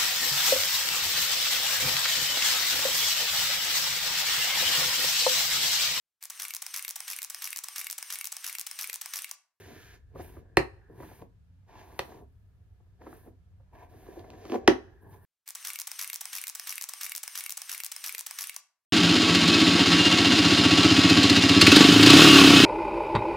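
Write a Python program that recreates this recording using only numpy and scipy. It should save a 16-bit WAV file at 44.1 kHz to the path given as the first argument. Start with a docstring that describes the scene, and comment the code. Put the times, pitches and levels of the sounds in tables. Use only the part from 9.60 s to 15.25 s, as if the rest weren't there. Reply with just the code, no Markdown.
"""Small curtained room, microphone on a desk: an air-cushioned plastic paddle brush pulls through long hair.
Strands slip off the pins: noise-like trains of clicks rustle, hiss and shake the hollow paddle's resonances.
Tangles let go in tugs, single pins snap back, and three times the paddle knocks on something hard.
The direct sound reaches two microphone ports, a dense short room tail follows; beneath lies a low rumble
of unsteady level."""
import sys
import numpy as np
from scipy import signal
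from scipy.fft import rfft, irfft, next_fast_len
from scipy.io import wavfile
from scipy.ndimage import uniform_filter1d

SR = 44100
rng = np.random.default_rng(int(sys.argv[2]) if len(sys.argv) > 2 else 0)


def wav_record(signal):
    """Record a signal, one row per channel, as 16-bit PCM in the file named by sys.argv[1]."""
    frames = np.transpose(np.atleast_2d(signal))
    bounded = np.clip(frames, -1, 1)
    # unit amplitude maps onto the largest positive 16-bit level
    quanta = np.round(bounded * 32767).astype(np.int16)
    wavfile.write(sys.argv[1], SR, quanta)


N = 249209
SIZE = next_fast_len(N + SR)   # FFT length, with room for a tail
HZ = np.maximum(np.arange(SIZE // 2 + 1) * SR / SIZE, 1)


def amp(db):
    """Decibels to gain."""
    return 10 ** (np.asarray(db) / 20)


def rms_one(x):
    """Scaled to rms 1."""
    return x / np.sqrt(np.mean(x ** 2) + 1e-20)


def in_time(rows):
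    """Columns of a curve table, sample by sample."""
    s, *columns = np.transpose(rows)
    return [np.interp(np.arange(N) / SR, s, column) for column in columns]


def over_hz(points):
    """A spectrum table on the FFT grid, interpolated over log frequency."""
    hz, value = np.transpose(points)
    return np.interp(np.log(HZ), np.log(np.maximum(hz, 1)), value)


def shaped(x, response):
    """Filtered by a frequency response."""
    return irfft(rfft(x, SIZE) * response, SIZE)[..., :N]


def slips(per_s, spread_db):
    """Random clicks of uneven size and sign."""
    sizes_db = spread_db * np.minimum(rng.exponential(1, N), 3.2)
    clicks = amp(sizes_db) * rng.choice([-1, 1], N)
    return clicks * (rng.random(N) < per_s / SR) + 1e-18


def ring(x, hz, t60):
    """A two-pole resonance: a unit click sets a sine of height 1 ringing."""
    radius = amp(-60 / (t60 * SR))
    turn = 2 * np.pi * hz / SR
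    return signal.lfilter([0, np.sin(turn)], [1, -2 * radius * np.cos(turn), radius ** 2], x + 1e-18)


def resonate(x, peaks):
    """Parallel resonances of given width, alternating in sign; rms 1."""
    total = np.zeros(N)
    for k, (hz, width, db) in enumerate(peaks):
        t60 = np.log(1000) / (np.pi * width)
        total += (-1) ** k * amp(db) * width * ring(x, hz, t60)
    return rms_one(total)


def resonate_twice(x, peaks):
    """The same resonances in series with themselves leave dark valleys between the peaks."""
    return resonate(resonate(x, peaks), peaks)


def push(at_s, length_ms, db=0):
    """A smooth contact force: start sample and shape, its area set in dB."""
    shape = np.hanning(max(int(length_ms * SR / 1000), 1) + 2)[1:-1]
    return round(at_s * SR), amp(db) * shape / shape.sum()


def add(track, start, shape):
    """Mixes a short shape into a track."""
    track[start:start + len(shape)] += shape[:N - start]


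# spectrum of the room air: f/Hz, relative level/dB
AIR_COLOUR = [(12, -46), (20, -8), (96, 1), (146, -19), (182, -15), (216, -32.5), (270, -23.5),
              (301, -43.5), (527, -36), (1090, -46.5), (1220, -39.5), (1910, -45.5), (2750, -47.5),
              (13900, -60), (16000, -72)]
# correlation of left and right, limited to 0..1 in use: f/Hz, likeness
AIR_LIKENESS = [(60, 0.83), (180, 0.68), (550, 0.33), (1650, -2.2), (4970, -0.95), (15000, 0.53)]
# low rumble of unsteady level: t/s, level/dB
RUMBLE_LEVEL = [(0.0, -63), (0.58, -49), (0.96, -53), (1.98, -62.5), (2.28, -58.5), (3.96, -55.5),
                (5.1, -54.5), (5.3, -58), (5.65, -63)]
AIR_DB, RUMBLE_TOP_HZ = -55, 190   # the level sets the air left above the rumble


def air():
    """Room air as filtered noise: low rumble of unsteady level under a faint steady hiss."""
    mid, side = rng.standard_normal((2, N))
    alike = np.clip(over_hz(AIR_LIKENESS), 0, 1)
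    colour = amp(over_hz(AIR_COLOUR))
    mid = shaped(mid, colour * np.sqrt(1 + alike))
    side = shaped(side, colour * np.sqrt(1 - alike))
    both = amp(AIR_DB) * rms_one(mid + side * [[1], [-1]])
    low = signal.sosfilt(signal.butter(4, RUMBLE_TOP_HZ, fs=SR, output="sos"), both)
    rumble_db = in_time(RUMBLE_LEVEL)[0]
    return both - low + amp(rumble_db) * rms_one(low)


# one list per stroke: t/s, pressure heard as cushion shaking level/dB, rustle level/dB, fine hiss level/dB
STROKES = [
    [(0.0, -50, -61.5, -64), (0.044, -54.5, -61.5, -69), (0.166, -52.5, -61, -68), (0.226, -63, -60.5, -68),
     (0.354, -62.5, -63.5, -73.5), (0.408, -73, -90, -103), (0.44, -89, -103, -107)],
    [(0.535, -63.5, -87, -100), (0.555, -47.5, -74, -76), (0.609, -52, -57.5, -65.5),
     (0.629, -56.5, -65, -59.5), (0.793, -57, -74, -76), (0.841, -62, -89, -105), (0.93, -63.5, -99, -107)],
    [(1.27, -76, -95, -102), (1.29, -57.5, -93, -91.5), (1.422, -50.5, -64.5, -66), (1.58, -65, -70, -68.5),
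     (1.624, -48, -72, -73), (1.678, -68, -103, -103), (1.73, -79, -103, -107)],
    [(2.05, -95, -91.5, -103), (2.056, -82.5, -101, -103), (2.086, -64, -73, -86.5),
     (2.202, -54.5, -62, -73.5), (2.25, -61.5, -71, -74), (2.304, -56, -68.5, -73), (2.37, -61, -71.5, -70)],
    [(2.45, -56, -67, -65), (2.52, -49.5, -65.5, -71), (2.596, -55.5, -72, -76), (2.626, -50, -89, -82.5),
     (2.666, -78, -103, -101), (2.674, -78, -93.5, -94), (2.7, -80, -103, -92)],
    [(3.385, -77, -92, -100), (3.415, -52, -73, -83), (3.537, -55, -69.5, -66), (3.623, -65.5, -77, -73),
     (3.681, -50.5, -78.5, -75.5), (3.735, -71.5, -100, -100), (3.77, -79, -99, -101)],
    [(4.11, -84, -95.5, -104), (4.128, -60, -84.5, -86.5), (4.154, -57, -72, -79),
     (4.176, -61.5, -77, -82.5), (4.192, -60, -72.5, -78), (4.236, -53, -71, -76),
     (4.28, -68.5, -88.5, -89)],
    [(4.3, -60.5, -74, -79), (4.348, -57, -73.5, -76), (4.418, -59.5, -70.5, -71.5),
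     (4.604, -48.5, -67, -73), (4.624, -55, -73.5, -79), (4.75, -49, -68.5, -80.5),
     (4.8, -57.5, -68.5, -74)],
    [(4.82, -49.5, -65, -75), (4.888, -46, -59, -71), (4.956, -25.5, -51.5, -65), (4.968, -54, -66, -70),
     (4.996, -59.5, -74, -83), (5.04, -47.5, -73, -100)],
    [(5.4, -76.5, -90, -90.5), (5.43, -57.5, -91, -73.5), (5.45, -57, -87.5, -84), (5.496, -55.5, -83, -74),
     (5.534, -56, -69.5, -69), (5.604, -66, -89, -77), (5.65, -68, -82.5, -70.5)],
]
# grip colour, one row per stroke: low face modes level/dB and upper face modes level/dB (both against a
# blend of shaking and rustle), pin singing level/dB and coarse rasp level/dB (against the rustle),
# dull bass level/dB (against the shaking)
GRIPS = [(-9.5, -8.5, -3, -4, -10.5), (-6.5, -4.5, -2, -2.5, -1), (-10.5, -1.5, -4, -4.5, -2),
         (-8, 3.5, -4.5, -2, -11.5), (-5.5, -1, -3.5, -12, -8), (-5.5, -3.5, 0.5, -6.5, -10.5),
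         (-1.5, 6, 2.5, 4, -10.5), (-1, -3, -0.5, -6.5, -10), (-3.5, -8, -5.5, -6, -19),
         (-11.5, 3.5, -3, -5, -5)]


def controls():
    """Pressure, rustle, hiss and grip colours, sample by sample."""
    return in_time([(*row, *grip) for stroke, grip in zip(STROKES, GRIPS) for row in stroke])


# cushion under the hand, passed twice: f/Hz, width/Hz, level/dB per pass
CUSHION = [(280, 220, -4), (336, 34, -0.5), (438, 98, -6.5)]
# lower modes of the face under the hand, passed twice: f/Hz, width/Hz, level/dB per pass
LOW_FACE = [(598, 35, -3.5), (749, 140, 0.5)]
# upper modes of the face, passed twice: f/Hz, width/Hz, level/dB per pass
UPPER_FACE = [(913.5, 330, 5), (1182, 23, -2)]
# singing pins: f/Hz, width/Hz, relative level/dB
PINS = [(1680, 120, 6.5), (1870, 200, -7.5)]
# a faint narrow band of hiss around 1.7 kHz: t/s, level/dB
NARROW_HISS = [(0.0, -94), (0.22, -64), (0.35, -82.5), (1.49, -69.5), (1.64, -93.5), (2.08, -97.5),
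               (2.33, -88), (2.72, -92), (4.14, -98), (4.34, -93), (4.94, -72), (5.65, -71)]
# shell under coarse slips, passed twice: f/Hz, width/Hz, level/dB per pass
RASP = [(1450, 380, 0), (2410, 900, 1)]
# spectrum of the rustle: f/Hz, relative level/dB per Hz
RUSTLE = [(900, -30), (1300, -3), (2100, -2), (2700, -4.5), (3800, -6), (5000, -8.5), (6600, -7),
          (7300, -12), (9000, -61)]
# spectrum of the fine hiss: f/Hz, relative level/dB per Hz
HISS = [(6000, -50), (7500, -16), (8600, -5), (10000, -1.5), (12000, 0), (14000, -2), (15600, -4),
        (16200, -14)]
LOW_FACE_SHARE, FACE_SHARE = .75, .6   # share of the level that follows pressure, the rest follows the rustle


def strokes():
    """Strands slipping off the pins: sparse slips shake the paddle, dense ones rustle and hiss."""
    shake_db, rustle_db, hiss_db, low_db, face_db, pin_db, rasp_db, _ = controls()
    low_db = low_db + rustle_db + LOW_FACE_SHARE * (shake_db - rustle_db)
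    face_db = face_db + rustle_db + FACE_SHARE * (shake_db - rustle_db)
    jolts = slips(per_s=830, spread_db=3.0)
    shake = amp(shake_db) * resonate_twice(jolts, CUSHION)
    shake += amp(low_db) * resonate_twice(jolts, LOW_FACE)
    shake += amp(face_db) * resonate_twice(jolts, UPPER_FACE)
    rasp = amp(rustle_db + rasp_db) * resonate_twice(jolts, RASP)

    # the pins and the faint narrow hiss share one band of noise, their powers added
    narrow_db = in_time(NARROW_HISS)[0]
    band_gain = np.hypot(amp(rustle_db + pin_db), amp(narrow_db))
    pin_band = band_gain * resonate(slips(per_s=1600, spread_db=4.0), PINS)

    # strands slip in bunches around each jolt
    scratchy = (uniform_filter1d(np.abs(jolts), size=260) + 0.025) ** 0.14
    strands = shaped(slips(per_s=4600, spread_db=1.0), amp(over_hz(RUSTLE)))
    rustle = amp(rustle_db) * rms_one(scratchy * strands)
    fine = shaped(slips(per_s=7800, spread_db=3.5), amp(over_hz(HISS)))
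    hiss = amp(hiss_db) * rms_one(fine)
    return shake + pin_band + rasp + rustle + hiss


# dull bass under a hard pull, passed twice: f/Hz, width/Hz, level/dB per pass
BASS = [(124, 60, -0.5), (200, 27, -5)]


def bass():
    """A dull resonant low noise that rises with the pressure of the pull."""
    shake_db, *_, bass_db = controls()
    return amp(shake_db + bass_db) * resonate_twice(rng.standard_normal(N), BASS)


# paddle modes: f/Hz, relative level/dB, free t60/s (shortened by the damping in use)
PADDLE = [(280, -10, 0.067), (360, 7.5, 0.044), (397, -4.5, 0.034), (551.5, -11, 0.095), (791, 0, 0.021),
          (943, -6, .035), (1115, -5.5, 0.023), (1308, -8, 0.0085), (1875, -5, 0.0084), (1936, -14, 0.022),
          (2300, -13, 0.0043), (3460, -18, .007), (4140, -20.5, 0.021), (4770, -19.5, 0.0087)]
HOLLOW_TOP_HZ, FACE_TOP_HZ = 500, 1250   # cushion modes below, face modes between, shell modes above


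def paddle(forces, damping):
    """Cushion, face and shell modes, each group driven by its own force; damping scales the t60."""
    edges = (0, HOLLOW_TOP_HZ, FACE_TOP_HZ, SR)
    groups = []
    for force, low, high in zip(forces, edges[:-1], edges[1:]):
        modes = [mode for mode in PADDLE if low <= mode[0] < high]
        groups.append(sum(amp(db) * ring(force, hz, t60 * damping) for hz, db, t60 in modes))
    return groups


# tangles letting go, the run starting 3 ms ahead of t:
# t/s, cushion peak level/dB, face peak level/dB, shell peak level/dB, length/ms
TUGS = [(0.159, -44.5, -52, -61, 9.7), (0.556, -42, -36.5, -55, 13), (0.589, -38.5, -34, -45, 28),
        (0.768, -36.5, -46, -59, 10.2), (1.298, -44.5, -60.5, -69, 11.9), (1.403, -35, -36.5, -55, 7.5),
        (1.426, -42, -50, -39, 19.4), (1.514, -49, -44, -54.5, 10), (1.623, -50, -36, -80, 5.2),
        (2.518, -53.5, -42, -52, 17), (3.201, -71.5, -59, -78, 16.3), (3.416, -45.5, -45.5, -48.5, 9.8),
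        (3.463, -40, -43, -38.5, 21), (3.53, -43.5, -36.5, -56, 4.5), (3.675, -37.5, -64.5, -71, 7.5),
        (3.998, -77.5, -57, -85, 18.7), (4.468, -55, -44, -60, 4.8), (4.486, -36, -60, -64, 8.2),
        (4.566, -30, -63, -72, 23), (4.642, -53, -43.5, -47, 13), (4.704, -56, -46.5, -65, 7.6),
        (4.735, -44.5, -71, -53, 6.1), (4.853, -32.5, -44, -50, 8), (4.9, -25.5, -51, -59, 4.3),
        (4.922, -20, -29.5, -55, 3.8), (4.942, -22, -24.5, -53, 9.1), (4.958, -22, -28.5, -46, 9.6)]
SOFT_CYCLES = 17   # a longer tug is duller: its top pitch is this many cycles per length, 4 kHz at most


def tugs():
    """A tangle gives way as a quick run of slips that swells and fades; the hand damps the ring."""
    out = np.zeros(N)
    runs = rng.standard_normal((len(TUGS), SR // 12))
    for (s, *peaks_db, length_ms), run in zip(TUGS, runs):
        start, shape = push(s - .003, length_ms)
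        top_hz = min(1000 * SOFT_CYCLES / length_ms, 4000)
        soft = signal.butter(2, top_hz, fs=SR, output="sos")   # hair cushions the slips
        force = signal.sosfilt(soft, run) * np.pad(shape, (0, len(run) - len(shape)))
        for rung, db in zip(paddle([force] * 3, damping=0.66), peaks_db):
            add(out, start, amp(db) * rung / np.abs(rung).max())
    return out


# spectrum of a crack: f/Hz, relative level/dB per Hz
CRACK = [(1470, -35), (2500, -3), (3600, -9.5), (4020, -8), (6200, -17.5), (7650, -27), (8870, -23),
         (13800, -30.5), (16000, -41.5)]
TREBLE_HZ = 8000   # the treble level applies above this


def cracks(events, t60):
    """Bright noise bursts that die within milliseconds; rows t/s, level/dB, treble against the rest/dB."""
    both = np.zeros((2, N))
    after = np.arange(SR // 20) / SR
    bursts = rng.standard_normal((len(events), len(after)))
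    for (s, db, treble_db), burst in zip(events, bursts):
        burst = np.r_[4.5, burst[1:]]   # one sharp contact leads, splinters of noise follow
        burst = burst * amp(db - 60 * after / t60)
        add(both[0], round(s * SR), burst)
        add(both[1], round(s * SR), amp(treble_db) * burst)
    colour = amp(over_hz(CRACK))
    colour = colour / np.sqrt(np.mean(colour ** 2))
    upper = 1 / (1 + (TREBLE_HZ / HZ) ** 12)
    return shaped(both, np.array([colour * (1 - upper), colour * upper])).sum(axis=0)


# knocks, levels of the driving forces and of the crack: t/s, shell level/dB, face level/dB,
# hollow thump level/dB, desk thud level/dB, crack level/dB, crack treble against its rest/dB,
# bounce after/ms, thump after/ms
KNOCKS = [(0.9708, -9.5, -10.5, -15.5, -25.5, -20.5, 4, 1.16, 2.26),
          (2.392, -27, -23.5, -37.5, -45.5, -27, 6, 1.45, 2.1),
          (5.077, -9.5, -4, -8, -31, -10, -6, 1.9, 4.5)]
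BOUNCE_DB = 3.5   # second contact against the first
CLATTER_DB, CLATTER_T60_S = -16.5, .03   # the pins rattle after each knock, against the blow on the shell


def knocks():
    """The shell is struck and bounces once, the face is pushed too, the squeezed cushion thumps."""
    hollow, face, shell = np.zeros((3, N))
    after = np.arange(SR // 10) / SR
    clatter_fade = amp(CLATTER_DB - 60 * after / CLATTER_T60_S)
    rattles = rng.standard_normal((len(KNOCKS), len(after))) * clatter_fade
    for (s, shell_db, face_db, thump_db, *_, bounce_ms, thump_ms), rattle in zip(KNOCKS, rattles):
        add(shell, round(s * SR), amp(shell_db) * rattle)
        add(shell, *push(s, .12, shell_db))
        add(shell, *push(s + bounce_ms / 1000, .12, shell_db + BOUNCE_DB))
        add(face, *push(s + 0.00094, .4, face_db))
        add(hollow, *push(s + thump_ms / 1000, 1.3, thump_db))
    events = [(knock[0], knock[5], knock[6]) for knock in KNOCKS]
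    return sum(paddle([hollow, face, shell], damping=0.88)) + cracks(events, t60=0.018)


# desk under the microphone: f/Hz, relative level/dB, t60/s
DESK = [(60.4, -7.5, 0.42), (97, 2, 0.084), (133, 0.5, 0.18), (164.95, 0.5, 0.093)]


def thuds():
    """Each knock travels through the desk to the microphone and rings the desk's low modes."""
    force = np.zeros(N)
    for s, _, _, _, thud_db, *_ in KNOCKS:
        add(force, *push(s + 0.0022, 3.5, thud_db))
    return sum(amp(db) * ring(force, hz, t60) for hz, db, t60 in DESK)


# single pins snapping back: t/s, level/dB
SNAPS = [(1.6192, -57.5), (4.5945, -49.5), (4.7035, -46), (4.854, -48.5), (4.899, -46.5), (4.945, -41),
         (4.9209, -37.5), (4.9568, -46.5)]


def snaps():
    """Single pins snap back with tiny bright cracks."""
    return cracks([(s, db, 1.5) for s, db in SNAPS], t60=0.0035)


# direct sound, phase between the ports: f/Hz, left lead/radians
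PORT_PHASE = [(100, 0), (300, .4), (600, .9), (1100, .4), (2000, -.9), (4000, -1.2), (5500, -2.2),
              (7700, -2.7), (10000, -.6), (12000, 0)]
# direct sound, balance of the ports: f/Hz, left minus right level/dB
PORT_BALANCE = [(100, 0), (300, 0), (1200, 0.5), (4400, -1.5), (12000, -0.5)]


def ports(x):
    """Two microphone ports hear the direct sound with unlike level and phase."""
    half = amp(over_hz(PORT_BALANCE) / 2) * np.exp(.5j * over_hz(PORT_PHASE))
    return shaped(x, np.array([half, 1 / half]))


# decay of the main tail: f/Hz, t60/s
ROOM_T60 = [(300, .22), (1000, .22), (4000, 0.16), (12000, 0.18)]
ROOM_DB, ROOM_GAP_S = -9.5, 0.0028   # diffuse sound against direct, time to the first wall echo
LATE_DB, LATE_STRETCH = -22, 2.7   # a weaker, slower second tail
ROOM_ALIKE_HZ = 200   # below this both channels hear much the same echoes


def room(x):
    """Dense echoes: noise in octave bands, each with its own decay, unlike in each channel."""
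    after = np.arange(SR // 2) / SR
    echoes = np.zeros((2, len(after)))
    hz, t60 = np.transpose(ROOM_T60)
    for low in 125 * 2. ** np.arange(7):
        band = signal.butter(2, [low, low * 2], "band", fs=SR, output="sos")
        fall_db = -60 * after / np.interp(np.log(low * np.sqrt(2)), np.log(hz), t60)
        fade = np.hypot(amp(fall_db), amp(LATE_DB + fall_db / LATE_STRETCH))
        mid, side = signal.sosfilt(band, rng.standard_normal((2, len(after)))) * fade
        alike = 1 / (1 + (low / ROOM_ALIKE_HZ) ** 2)
        echoes += np.sqrt(1 + alike) * mid + np.sqrt(1 - alike) * side * [[1], [-1]]
    echoes *= np.clip(after / ROOM_GAP_S - 1, 0, 1)   # silent through the gap, full after twice as long
    return shaped(x, rfft(echoes / np.sqrt(np.sum(echoes ** 2) / 2), SIZE))


def scene():
    """Brush, direct and through the room, with desk thuds and dull bass, over the room air."""
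    brush = strokes() + tugs() + knocks() + snaps()
    # so small a body sends out no bass
    brush = signal.sosfilt(signal.butter(6, 245, "high", fs=SR, output="sos"), brush)
    low = (thuds() + bass()) * amp([[1.5], [-1.5]])   # left up, right down, in dB
    return air() + ports(brush) + amp(ROOM_DB) * room(brush) + low


CUTOFF_HZ = 16700   # 70 dB down from here up


def record(dry):
    """The microphone drops the deepest bass, peaks are rounded, the top is cut."""
    thin = signal.sosfilt(signal.butter(2, 40, "high", fs=SR, output="sos"), dry)
    rounded = 1.2 * np.tanh(thin / 1.2)
    return signal.sosfilt(signal.cheby2(14, 70, CUTOFF_HZ, fs=SR, output="sos"), rounded)


dry = scene()
out = record(dry)
wav_record(out)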